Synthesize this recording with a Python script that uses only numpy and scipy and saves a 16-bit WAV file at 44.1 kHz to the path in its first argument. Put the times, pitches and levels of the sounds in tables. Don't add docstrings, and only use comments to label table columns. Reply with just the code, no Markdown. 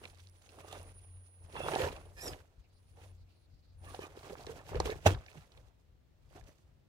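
import sys
import numpy as np
from scipy import signal
from scipy.fft import rfft, irfft, next_fast_len
from scipy.io import wavfile
from scipy.ndimage import uniform_filter1d, map_coordinates

SR = 44100
rng = np.random.default_rng(int(sys.argv[2]) if len(sys.argv) > 2 else 0)


def linear_from_db(decibels):
    return 10 ** (np.asarray(decibels, float) / 20)


def transcribe(u):
    v = np.clip(np.atleast_2d(u).T, -1, 1)
    q = np.round(v * 32767).astype(np.int16)
    wavfile.write(sys.argv[1], SR, q)


N = 303716

# (peak time [s], peak level [dB], rise [s], fall [s], harshness [dB])
CLIMB = [(.058, -57.5, 1.1, 0.11, 0), (.17, -73.5, .12, 0.34, 10), (.46, -77, 0.14, 0.71, 12.5),
         (.59, -59.5, 0.3, 0.65, 1.5), (.735, -54.5, 0.15, 0.29, 2.5), (1.545, -49.5, 0.042, 0.3, 0),
         (1.6, -46.5, 0.084, 0.5, -9), (1.7, -41, 0.16, 0.23, 4), (1.45, -76, 0.031, 0.13, -7),
         (1.8, -35, 0.14, 0.17, 4.5), (1.96, -57.5, 0.041, 0.056, 3.5), (2.02, -59, 0.064, 0.023, -7.5),
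         (2.18, -55.5, 0.022, 0.31, -0.5), (2.275, -47, 0.084, .14, -3), (2.32, -51, 0.11, 0.084, 2.5),
         (2.97, -65.5, .03, 0.19, -10), (3.035, -68, 0.16, 0.17, 3.5), (1.875, -41.5, 0.039, 0.039, -0.5),
         (2.0, -81, 3.9, 4.7, 0.5)]
# (peak time [s], peak level [dB], rise [s], fall [s], harshness [dB])
SLIDE = [(3.85, -59.5, 0.075, 1, 0.5), (3.94, -58.5, 0.034, 0.41, 2), (4.018, -50, 0.087, 0.13, 0),
         (4.17, -63.5, 0.083, 0.4, 6), (4.3, -52.5, 0.12, 0.097, 2), (4.235, -59, .02, .12, 1),
         (4.41, -54.5, 0.076, 0.11, 3.5), (4.483, -49, 0.057, 0.2, 2), (4.69, -53, 0.053, 0.11, 7),
         (4.77, -38.5, 0.083, 0.056, -15), (4.81, -49.5, 0.084, 0.015, -7), (4.86, -41, 0.031, 0.12, 5.5),
         (4.93, -46.5, 0.41, 0.033, 0), (4.96, -62, .02, 0.27, 8.5), (5.067, -25.5, 0.013, 0.045, 10.5),
         (5.107, -39.5, 0.029, 0.084, 1.5), (5.24, -67, .1, 0.49, 2), (5.384, -61, 0.18, 0.091, 1),
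         (5.57, -66.5, .2, 0.22, -1.5), (5.48, -70.5, .1, .1, -1), (6.33, -70, 0.14, 0.56, 1),
         (6.359, -52, 0.02, 0.079, -7), (6.482, -64, 0.14, 0.08, 1), (6.58, -79, .08, 0.27, -16)]


def unit(x):
    return x / np.sqrt(np.mean(x ** 2) + 1e-20)


def along(points, hz):
    f, v = np.transpose(points)
    return np.interp(np.log(hz + 1), np.log(f + 1), v)


def wobble(rate):
    knots = rng.standard_normal(int(N * rate / SR) + 4)
    return map_coordinates(knots, [np.arange(N) * rate / SR])


def filtered(x, response):
    m = next_fast_len(N + SR // 2)
    return irfft(rfft(x, m) * response(np.fft.rfftfreq(m, 1 / SR)), m)[..., :N]


def band(lo_hz, hi_hz, order=2):
    return lambda f: (1j * f / (lo_hz + 1j * f) * hi_hz / (hi_hz + 1j * f)) ** order


def resonance(f, centre_hz, width_hz, lift_db):
    damping = 1j * f * width_hz
    return (linear_from_db(lift_db) - 1) * damping / (centre_hz ** 2 - f * f + damping)


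def noise(alike):
    a, b = rng.standard_normal((2, N))
    turn = np.arccos(np.clip(alike, -1, 1)) / 2
    common, apart = np.cos(turn) * a, np.sin(turn) * b
    return np.array([common + apart, common - apart])


def swells(rows, share=0, slope=1):
    s, db, rise, fall, extra_db = np.transpose(rows)[..., None]
    t = np.arange(0, N + 64, 64) / SR
    away = np.maximum((s - t) / np.abs(rise), (t - s) / np.abs(fall))
    each = linear_from_db(slope * db + share * extra_db - 20 * away)
    return np.interp(np.arange(N) / SR, t, 10 * np.log10((each ** 2).sum(0) + 1e-14))


def grains(s, db, hz, cycles, pan_db, lag, size, rise=0):
    t = np.arange(size) / SR
    decay = np.exp(-t * (hz / cycles)[:, None] * 2)
    wave = linear_from_db(db)[:, None] * decay * np.sin(2 * np.pi * hz[:, None] * t)
    wave *= np.hanning(2 * size)[size:] * (1 - np.exp(-t * hz[:, None] / (rise + 1e-3)))
    out = []
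    for side in (1, -1):
        at = np.round(s * SR + side * lag / 2).astype(int)[:, None] + np.arange(size)
        heard = wave * linear_from_db(side * pan_db / 2)[:, None]
        out.append(np.bincount(at.clip(0, N).ravel(), heard.ravel(), N + 1)[:N])
    return np.array(out)


def swarm(count, hz, octaves, cycles, spread_db, pan_db, size):
    u, g = rng.random((count, 2)), rng.standard_normal((count, 4))
    pitch = np.clip(hz * 2 ** (octaves * g[:, 0]), 100, SR / 2.5)
    life = cycles * 2 ** (.5 * g[:, 1])
    size_db = np.minimum(-spread_db * np.log(u[:, 1]), 11)
    pan, lag = pan_db + 3 * g[:, 2], 9 + 4 * g[:, 3]
    return unit(grains(u[:, 0] * N / SR, size_db, pitch, life, pan, lag, size=size))


def bursts(rows, gain_db, pan_db, octaves, cycles, smear, count, size, rise=0):
    s, db, hz = np.repeat(np.array(rows), count, axis=0).T
    g = rng.standard_normal((len(rows), count, 4)) * (np.arange(count) > 0)[:, None]
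    g = g.reshape(-1, 4)
    pitch = np.clip(hz * 2 ** (octaves * g[:, 0]), 100, 11000)
    late = smear * (1.3 + g[:, 1])
    level, lag = db + gain_db + 1.0 * g[:, 2], 9 + 1.8 * g[:, 3]
    return grains(s + late, level, pitch, cycles + 0 * s, pan_db + 0 * s, lag, size=size, rise=rise)


def singing(rows, width_hz, steady):
    out = np.zeros(N + SR)
    for s, length, hz, db in rows:
        n = round(length * SR)
        rate = width_hz * np.sqrt(hz / 2000)
        shake = steady + (wobble(rate) + 1j * wobble(rate))[:n] / 2
        tone = (shake * np.exp(2j * np.pi * hz * np.arange(n) / SR)).real
        out[round(s * SR):][:n] += linear_from_db(db + 3.5) * np.sqrt(np.hanning(n)) * tone
    return np.array([linear_from_db(-1.5) * np.roll(out[:N], 9), linear_from_db(5.5) * out[:N]])


def leaves():
    # (frequency [Hz], level per Hz [dB])
    air_colour = [(76, -32), (130, -3.5), (183, -4.5), (554, -11.5), (1080, -20.5), (4240, -26.5),
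                  (10000, -38.5), (16000, -33.5)]
    hiss = unit(filtered(noise(0.089), lambda f: linear_from_db(along(air_colour, f))))
    return linear_from_db(-74 + 0.56 * wobble(2.0)) * hiss


def mount():
    # (peak time [s], hum level [dB], rise [s], fall [s], wind over hum [dB])
    shake_events = [(0, -61, .5, 1.8, -5), (.82, -50.5, 0.4, 0.61, -10), (1.15, -64, 0.34, 0.14, -1),
                    (1.45, -51, 0.13, 0.38, -12.5), (1.66, -49, 0.18, 0.14, -2.5),
                    (1.84, -43, 0.071, 0.16, -1.5), (2.07, -51.5, 0.57, 0.26, -10.5),
                    (2.3, -51.5, 0.33, 0.18, -3), (2.6, -61.5, 0.15, 0.12, 1), (2.9, -74.5, 0.37, .6, -7),
                    (3.22, -55, 0.87, 0.21, -5), (3.55, -58.5, 0.18, 0.089, -0.5),
                    (3.87, -52, 0.36, 0.28, -5), (4.5, -58, 0.92, 0.71, -3), (4.77, -39.5, 0.072, .25, 0.5),
                    (5.15, -48, 0.11, 0.11, 5), (5.4, -61.5, 0.18, 0.11, 1), (5.58, -65.5, 0.095, 0.32, 7),
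                    (5.94, -79.5, 0.23, 0.28, 13.5), (6.44, -63, 0.49, 0.13, 5),
                    (6.67, -65.5, 0.21, 0.61, -2)]
    hum_db, buffet_db = swells(shake_events), swells(shake_events, share=0.99)
    via_rock_db = -9.5 + uniform_filter1d(swells(CLIMB + SLIDE), SR // 20)
    via_hand_db = -31.5 + hum_db
    rumble = linear_from_db(via_rock_db) + linear_from_db(via_hand_db)
    hum_hz = 90.1 + 1.8 * wobble(14)
    hum = np.sin(2 * np.pi * np.cumsum(hum_hz) / SR) * linear_from_db(3.2 * wobble(7.0))
    clear = np.interp(np.arange(N) / SR, [4.0, 4.2], [1, 0.3])
    hum = clear * unit(hum) + (1.18 - clear) * unit(filtered(noise(0.64), band(78, 100, order=6)))
    buffet = linear_from_db([[2.5], [-2.5]]) * unit(filtered(noise(0.79), band(38, 58, order=4)))
    handling = unit(filtered(noise(.75), lambda f: 1 / (1 + ((f - 138) / 28) ** 4)))
    hum = linear_from_db([[.6], [-.6]]) * linear_from_db(hum_db + 0.55) * hum
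    return hum + linear_from_db(buffet_db + 5.5) * buffet + rumble * handling


def controller():
    # (on time [s], off time [s], whistle at on [dB], whistle at off [dB])
    throttle = [(0, 0.125, -77, -77), (.15, 0.397, -85, -78.5), (0.414, .92, -80.5, -69.5),
                (0.944, 0.991, -67, -64.5), (1.016, 1.453, -68, -71), (1.471, 1.768, -74, -59.5),
                (1.8, 2.037, -76, -77), (2.056, 2.174, -71, -100), (2.745, 3.112, -88.5, -80),
                (3.35, 3.45, -95, -95), (3.788, 3.901, -82.5, -66.5), (3.916, 4.056, -70, -81)]
    chop_hz, switch_s = 9661, 0.03
    t = np.arange(N) / SR
    pulls = []
    for on, off, on_db, off_db in throttle:
        times = [on - switch_s, on, off, off + switch_s]
        pulls.append(np.interp(t, times, [-120, on_db, off_db, -120]))
    db = np.max(pulls, 0)
    phase = 2 * np.pi * chop_hz * t + 1.3 * wobble(25)
    beat = 1 + 0.23 * np.sin(2 * np.pi * 170 * t + 3 * wobble(7.4))
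    left = linear_from_db(-3.5) * np.sin(phase - 1.3 + 0.5 * wobble(3.7))
    right = linear_from_db(3.5) * np.sin(phase)
    tone = beat * np.array([left, right])
    fuzz = unit(filtered(noise(0.27), lambda f: 1 / (1 + ((f - chop_hz) / 400) ** 2)))
    return linear_from_db(db + 6.5 + 1.5 * wobble(40)) * tone + linear_from_db(0.41 * db - 50.5) * fuzz * (db > -105)


def tyres():
    # (frequency [Hz], width [Hz], level over flat [dB])
    chassis_modes = [(1800, 280, -0.5), (2660, 300, 2.5), (3366, 260, 1.5), (4870, 630, -0.5),
                     (6360, 69, 4)]
    slips = CLIMB + SLIDE
    thump_db = swells(slips)
    scrape_db = -21.5 + swells(slips, share=0.7, slope=0.82)
    grit_db = -33 + swells(slips, share=0.8, slope=0.66)
    judder = 1.6 * wobble(30)
    patches = 2.0 * np.array([wobble(45), wobble(45), wobble(45)])
    fine = judder + 2.0 * wobble(70)
    right = linear_from_db([[-1.8], [1.8]])

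    def frame(f):
        return 1 + sum(resonance(f, *mode) for mode in chassis_modes)

    lugs = swarm(count=3500, hz=600, octaves=0.68, cycles=2.2, spread_db=1.0, pan_db=-4, size=600)
    lugs = unit(filtered(lugs + 0.76 * right * noise(0.41), band(298, 1900)))
    rub = swarm(count=9000, hz=2121, octaves=0.83, cycles=2, spread_db=2.0, pan_db=-5.0, size=200)
    rub = rub + 0.59 * right * noise(0.033)
    rub = unit(filtered(rub, lambda f: frame(f) * band(1100, 4200)(f)))
    grit = swarm(count=12000, hz=7106, octaves=0.9, cycles=1.1, spread_db=2.0, pan_db=-9.5, size=60)
    grit = grit + 1.0 * right * noise(0.04)
    grit = unit(filtered(grit, lambda f: frame(f) * band(4200, 7000)(f)))
    out = linear_from_db(thump_db + judder + patches[0] - 1.0) * lugs
    out += linear_from_db(scrape_db + fine + patches[1] + 3.5) * rub
    return out + linear_from_db(grit_db + fine + patches[2] + 4.0) * grit


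def sand():
    # (time [s], peak level [dB], frequency [Hz])
    snap_events = [(.034, -58, 3000), (.0545, -37.5, 3040), (.0765, -57, 6000), (.147, -55, 5000),
                   (.1745, -58, 5000), (.185, -55, 4000), (.2025, -50, 5030), (.2712, -52.5, 4500),
                   (.288, -57, 5000), (.297, -53, 9000), (.4185, -64, 3000), (.422, -56, 6000),
                   (.462, -66, 5500), (.52, -53, 9000), (.613, -50, 9000), (.68, -62, 6600),
                   (.7128, -49, 9000), (.727, -35.5, 8020), (.76, -58, 6480), (.815, -56, 6000),
                   (.83, -45, 10000), (.887, -57, 11010), (.902, -59, 11000), (1.569, -45.5, 3500),
                   (2.39, -56, 3500), (5.21, -57, 2400), (5.3, -62, 7000), (5.353, -58, 3000),
                   (5.38, -55, 6540), (5.55, -59, 2000), (5.6, -65, 6500), (5.71, -66, 1200),
                   (4.354, -50, 1800), (4.822, -48, 4000)]
    return bursts(snap_events, gain_db=2.5, pan_db=-9.5, octaves=0.35, cycles=2.9, smear=0.00049,
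                  count=6, size=120, rise=0.84)


def contacts():
    # (time [s], peak level [dB], frequency [Hz])
    lug_events = [(0.052, -47, 533), (0.68, -49, 474), (0.769, -45.5, 495), (0.801, -47, 519),
                  (1.535, -45, 394), (1.564, -51, 507), (1.602, -28, 554), (1.664, -39, 600),
                  (1.741, -26, 817), (1.758, -18, 690), (1.799, -26, 471), (2.28, -48, 500),
                  (3.838, -50, 810), (3.943, -33.5, 716), (3.9893, -29, 429), (4.171, -37, 422),
                  (4.229, -43.5, 940), (4.301, -39, 387), (4.263, -48.5, 377), (4.549, -49.5, 458),
                  (4.469, -38, 405), (4.674, -47, 824), (4.717, -35, 433), (4.745, -24.5, 435),
                  (4.8, -22.5, 428), (4.855, -28, 448), (4.894, -26.5, 512), (4.921, -29.5, 412),
                  (4.955, -40, 396)]
    # (time [s], peak level [dB], frequency [Hz])
    settle_events = [
        (5.105, -26, 315),
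        (5.264, -49, 740),
        (5.354, -45.5, 274),
        (5.574, -56, 486),
        (6.307, -56.5, 604),
        (6.352, -45.5, 317),
        (6.486, -49, 285),
    ]
    # (time [s], peak level [dB], frequency [Hz])
    crack_events = [(0.038, -44, 2860), (0.0525, -41, 3020), (0.7115, -49, 3600), (0.7257, -41, 3110),
                    (1.5254, -47.5, 3810), (1.543, -50, 3450), (1.563, -38.5, 2520), (1.6836, -39, 2650),
                    (1.735, -31.5, 2690), (1.7519, -28.5, 4200), (1.8177, -27, 4230), (1.8854, -37, 2720),
                    (1.9634, -42.5, 3270), (2.2794, -39, 5100), (2.333, -39.5, 3000), (3.9454, -39.5, 2780),
                    (4.4094, -50, 3800), (4.466, -38.5, 4660), (4.7547, -38.5, 3700), (4.801, -28, 5300),
                    (4.8566, -35, 3620), (4.8676, -38, 4350), (4.9014, -36, 3516), (5.0612, -29, 2200),
                    (5.0669, -27.5, 2492), (5.1048, -33, 2780), (5.1464, -36.5, 3150), (5.2826, -46, 2430)]
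    # (time [s], peak
    # level [dB], frequency [Hz])
    further_cracks = [(5.052, -45, 3100), (5.055, -42, 2100), (5.058, -38, 1650), (1.794, -37, 3000),
                      (4.92, -39, 2000), (4.19, -54, 2000), (4.801, -29, 5500), (.9935, -58, 3600),
                      (5.328, -56, 6000), (5.407, -56, 3000), (6.38, -55, 2400), (6.411, -57, 2400),
                      (6.44, -58, 5500)]
    # (time [s], peak level [dB])
    tick_events = [(0.075, -52), (0.1, -52.5), (.154, -60), (0.1962, -57), (0.27, -57), (.491, -48.5),
                   (0.587, -55), (1.6013, -66), (1.918, -46), (3.845, -52), (3.991, -54), (4.1686, -50.5),
                   (4.191, -52), (4.231, -55), (4.289, -58), (4.3823, -49), (4.4345, -52), (4.665, -49),
                   (4.6833, -61), (5.188, -50), (5.2619, -47.5), (5.314, -51), (5.374, -51),
                   (5.5187, -53.5), (5.5741, -51)]
    dull = lug_events + settle_events
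    thumps = bursts(dull, gain_db=0.0, pan_db=-2.0, octaves=0.0499, cycles=3.4, smear=0.001524,
                    count=1, size=700, rise=0.18)
    bright = [(s, db, 1.9 * hz) for s, db, hz in dull]
    edges = bursts(bright, gain_db=-11.5, pan_db=-2.5, octaves=0.8, cycles=3.3, smear=.0015,
                   count=3, size=400, rise=.5)
    scatter = rng.standard_normal(len(tick_events))
    ticks = [(s, db, 3850 * 2 ** (0.26 * g)) for (s, db), g in zip(tick_events, scatter)]
    cracks = bursts(crack_events + further_cracks + ticks, gain_db=0.5, pan_db=-5.0, octaves=0.5,
                    cycles=3.43, smear=0.00086, count=8, size=200, rise=.7)
    return thumps + edges + cracks


def pops():
    # (time [s], peak level [dB], frequency [Hz], length [cycles])
    flick_events = [(.0392, -45, 2400, 1.4), (.0549, -39, 2600, 1.4), (.5878, -46, 1100, 1.2),
                    (.6476, -41, 600, .8), (.7305, -38, 650, 1.2), (1.5689, -34, 1000, 1.2),
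                    (1.576, -37, 900, .8), (1.686, -23, 1050, 1), (1.7262, -31, 900, .8),
                    (1.805, -29, 480, 2.5), (1.872, -30, 450, 2), (2.265, -41, 400, .7),
                    (2.277, -39, 350, .8), (2.293, -40, 400, .7), (4.3325, -42, 520, 2.5),
                    (4.3543, -38, 1000, .7), (4.447, -42, 900, .8), (4.6926, -40, 900, .9),
                    (4.8028, -22, 900, 1.3)]
    out, t = np.zeros((2, N)), np.arange(-300, 300) / SR
    for s, db, hz, cycles in flick_events:
        flick = linear_from_db(db) * np.exp(-2 * (t * hz / cycles) ** 2) * np.cos(2 * np.pi * hz * t)
        for side, (lag, pan_db) in enumerate([(4, -1.0), (-4, 2.5)]):
            out[side, round(s * SR) - 300 + lag:][:len(t)] += linear_from_db(pan_db) * flick
    return out


def ledge(x):
    # (frequency [Hz], time to fall 60 dB [s])
    echo_life = [(200, 0.039), (1500, 0.044), (10000, 0.028)]
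    hz, t, z = signal.stft(rng.standard_normal((2, SR // 8)), SR, nperseg=128)
    fade = linear_from_db(-60 * t / along(echo_life, hz)[:, None])
    tail = signal.istft(z * fade, SR, nperseg=128)[1]
    late = np.pad(x, ((0, 0), (40, 0)))
    return signal.fftconvolve(late, tail / np.linalg.norm(tail[0]), axes=1)[:, :N]


def groans():
    # (time [s], length [s], frequency [Hz], level [dB])
    drag_events = [(1.79, .12, 930, -44), (1.79, .11, 520, -41), (1.6, .07, 1350, -54),
                   (1.55, .05, 3450, -59), (1.7, .07, 900, -48), (3.86, .03, 2650, -65),
                   (4.74, .045, 460, -38), (4.9, .045, 1780, -53), (4.29, .055, 430, -53),
                   (4.22, .08, 1150, -65), (5.1, .04, 340, -40), (5.4, .04, 1300, -68),
                   (2.95, .1, 800, -70), (2.99, .08, 2600, -76), (6.345, .06, 720, -63),
                   (6.27, .09, 4700, -86), (6.45, .07, 6000, -79), (2.155, .14, 1730, -61),
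                   (2.16, .09, 2430, -62), (2.19, .12, 3820, -65), (.42, .08, 6500, -74),
                   (6.48, .04, 600, -67), (4.58, .04, 1750, -66), (.58, .28, 2750, -68),
                   (4.84, .1, 430, -41), (1.7, .14, 400, -43), (3.99, .07, 3000, -62), (.6, .22, 1200, -64),
                   (4.88, .06, 2200, -54), (.68, .12, 3600, -66), (4.29, .06, 160, -52),
                   (5.35, .06, 160, -54), (3.84, .07, 1750, -66), (4.05, .03, 3700, -66)]
    return singing(drag_events, width_hz=300, steady=0.46)


def gears():
    # (time [s], length [s], frequency [Hz], level [dB])
    strain_events = [(1.54, .16, 2700, -52), (1.6, .1, 3400, -54), (1.699, .21, 1800, -53),
                     (2.164, .061, 1800, -60), (2.165, .07, 5150, -63), (2.28, .055, 5050, -60),
                     (3.858, .07, 1150, -61), (3.995, .06, 1740, -60), (4.02, .05, 1203, -57),
                     (4.015, .045, 2450, -57), (4.467, .07, 447, -50), (5.109, .05, 3260, -57)]
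    return singing(strain_events, width_hz=260, steady=0.59)


def spin():
    # (peak time [s], peak level [dB], rise [s], fall [s], unused)
    hiss_events = [
        (2.245, -54, .1, .13, 0),
        (2.3, -59, .08, .06, 0),
    ]

    def bright(f):
        return band(4500, 12500, order=3)(f) / (1 + (f / 14200) ** 16)

    level_db = swells(hiss_events) + 1.3 * wobble(90) + [[-2], [2]]
    return linear_from_db(level_db) * unit(filtered(noise(0.14), bright))


def squeal():
    # (partial number, level [dB])
    rubber_partials = [(1, -9), (2, -12), (3, -2), (4, -4), (5, -4), (6, -9), (7, -13)]
    # (peak time [s], peak level [dB], rise [s], fall [s], unused)
    squeal_events = [
        (2.213, -59, .015, .3, 0),
        (2.283, -55, .07, .04, 0),
    ]
    fastest_s, top_hz, sag_hz_per_s2 = 2.247, 1913, 130000
    t = np.arange(N) / SR
    hz = np.clip(top_hz - sag_hz_per_s2 * (t - fastest_s) ** 2, 900, None)
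    turns = np.cumsum(hz * (1 + .027 * wobble(1500))) / SR
    stack = 0
    for k, level in rubber_partials:
        stack = stack + linear_from_db(level + 3.7 * wobble(300)) * np.sin(2 * np.pi * k * turns)
    sings = np.clip((hz - 1560) / 200, 0, 1)
    stack = linear_from_db(swells(squeal_events) + 9.0) * sings * stack
    stack = filtered(stack, lambda f: 1 + resonance(f, centre_hz=4950, width_hz=240, lift_db=13))
    return np.array([linear_from_db(-1.5) * np.roll(stack, 7), linear_from_db(1.5) * stack])


def birds():
    # (time [s], length [s], frequency [Hz], level [dB])
    call_events = [(2.58, 0.083, 4470, -84), (2.691, 0.11, 4400, -82), (2.865, .05, 4600, -85),
                   (3.177, 0.062, 4500, -79), (3.286, 0.18, 4230, -81.5), (3.5, 0.11, 4560, -82),
                   (3.624, 0.13, 4340, -81), (2.642, 0.031, 2400, -79), (3.27, 0.029, 2500, -81),
                   (3.3, .07, 2800, -83.5)]
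    out = np.zeros((2, N))
    white, t = noise(0.065) * linear_from_db(2.1 * wobble(40)), np.arange(N) / SR
    for s, length, hz, db in call_events:
        gate = np.clip(np.minimum(t - s, s + length - t) / .012 + .5, 0, 1)
        start = round((s - .1) * SR)
        part = slice(start, start + SR // 2)
        sos = signal.butter(2, [hz * .88, hz * 1.13], "bandpass", fs=SR, output="sos")
        out[:, part] += linear_from_db(db) * gate[part] * unit(signal.sosfilt(sos, white[:, part]))
    return out


def knock():
    # (time [s], body level [dB], body life [cycles], rim level [dB])
    blow_events = [
        (5.0586, -23, 10, -40.5),
        (5.0617, -14, 8, -34),
        (5.0632, -12, 6, -27),
        (5.0679, -6, 1.1, -25.5),
        (5.0746, -30, 2, -31.5),
    ]
    # (frequency [Hz], level [dB], life [cycles])
    rim_modes = [(6190, 0.91, 25), (2720, 0.91, 18)]
    # (time [s], peak level [dB], direction [+1 or -1])
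    push_events = [
        (5.052, -30.5, -1),
        (5.0628, -21, -1),
        (5.0681, -21, 1),
    ]
    s, db, cycles, rim_db = np.transpose(blow_events)
    pan_db, lag = -4.5 + 0 * s, 9 + 0 * s
    shell = grains(s, db, 640 + 0 * s, cycles, pan_db, lag, size=480)
    for hz, level, life in rim_modes:
        shell += grains(s, rim_db + level, hz + 0 * s, life + 0 * s, pan_db, lag, size=340)
    t = np.arange(N) / SR
    ring = 0
    for s, db, way in push_events:
        fade = linear_from_db(db - 60 * np.clip(t - s, 0, None) / 0.2) * (t > s)
        ring = ring + np.sign(way) * fade * np.sin(2 * np.pi * 95 * (t - s))
    return shell + ring


def scene():
    hits, blow = contacts() + pops(), knock()
    echo = ledge(filtered(linear_from_db(-6.0) * hits + linear_from_db(-13.0) * blow, band(300, 15000, order=1)))
    truck = tyres() + hits + blow + echo + gears() + squeal() + controller()
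    truck = truck + groans() + spin() + sand()
    return truck + mount() + leaves() + birds()


def band_limit(x):
    return signal.sosfilt(signal.butter(12, 16340, fs=SR, output="sos"), x)


def record(dry):
    top_hz = 15830
    mix = filtered(dry, lambda f: (f < top_hz) * band(36, 60000)(f))
    return band_limit(mix)


dry = scene()
out = record(dry)
transcribe(out)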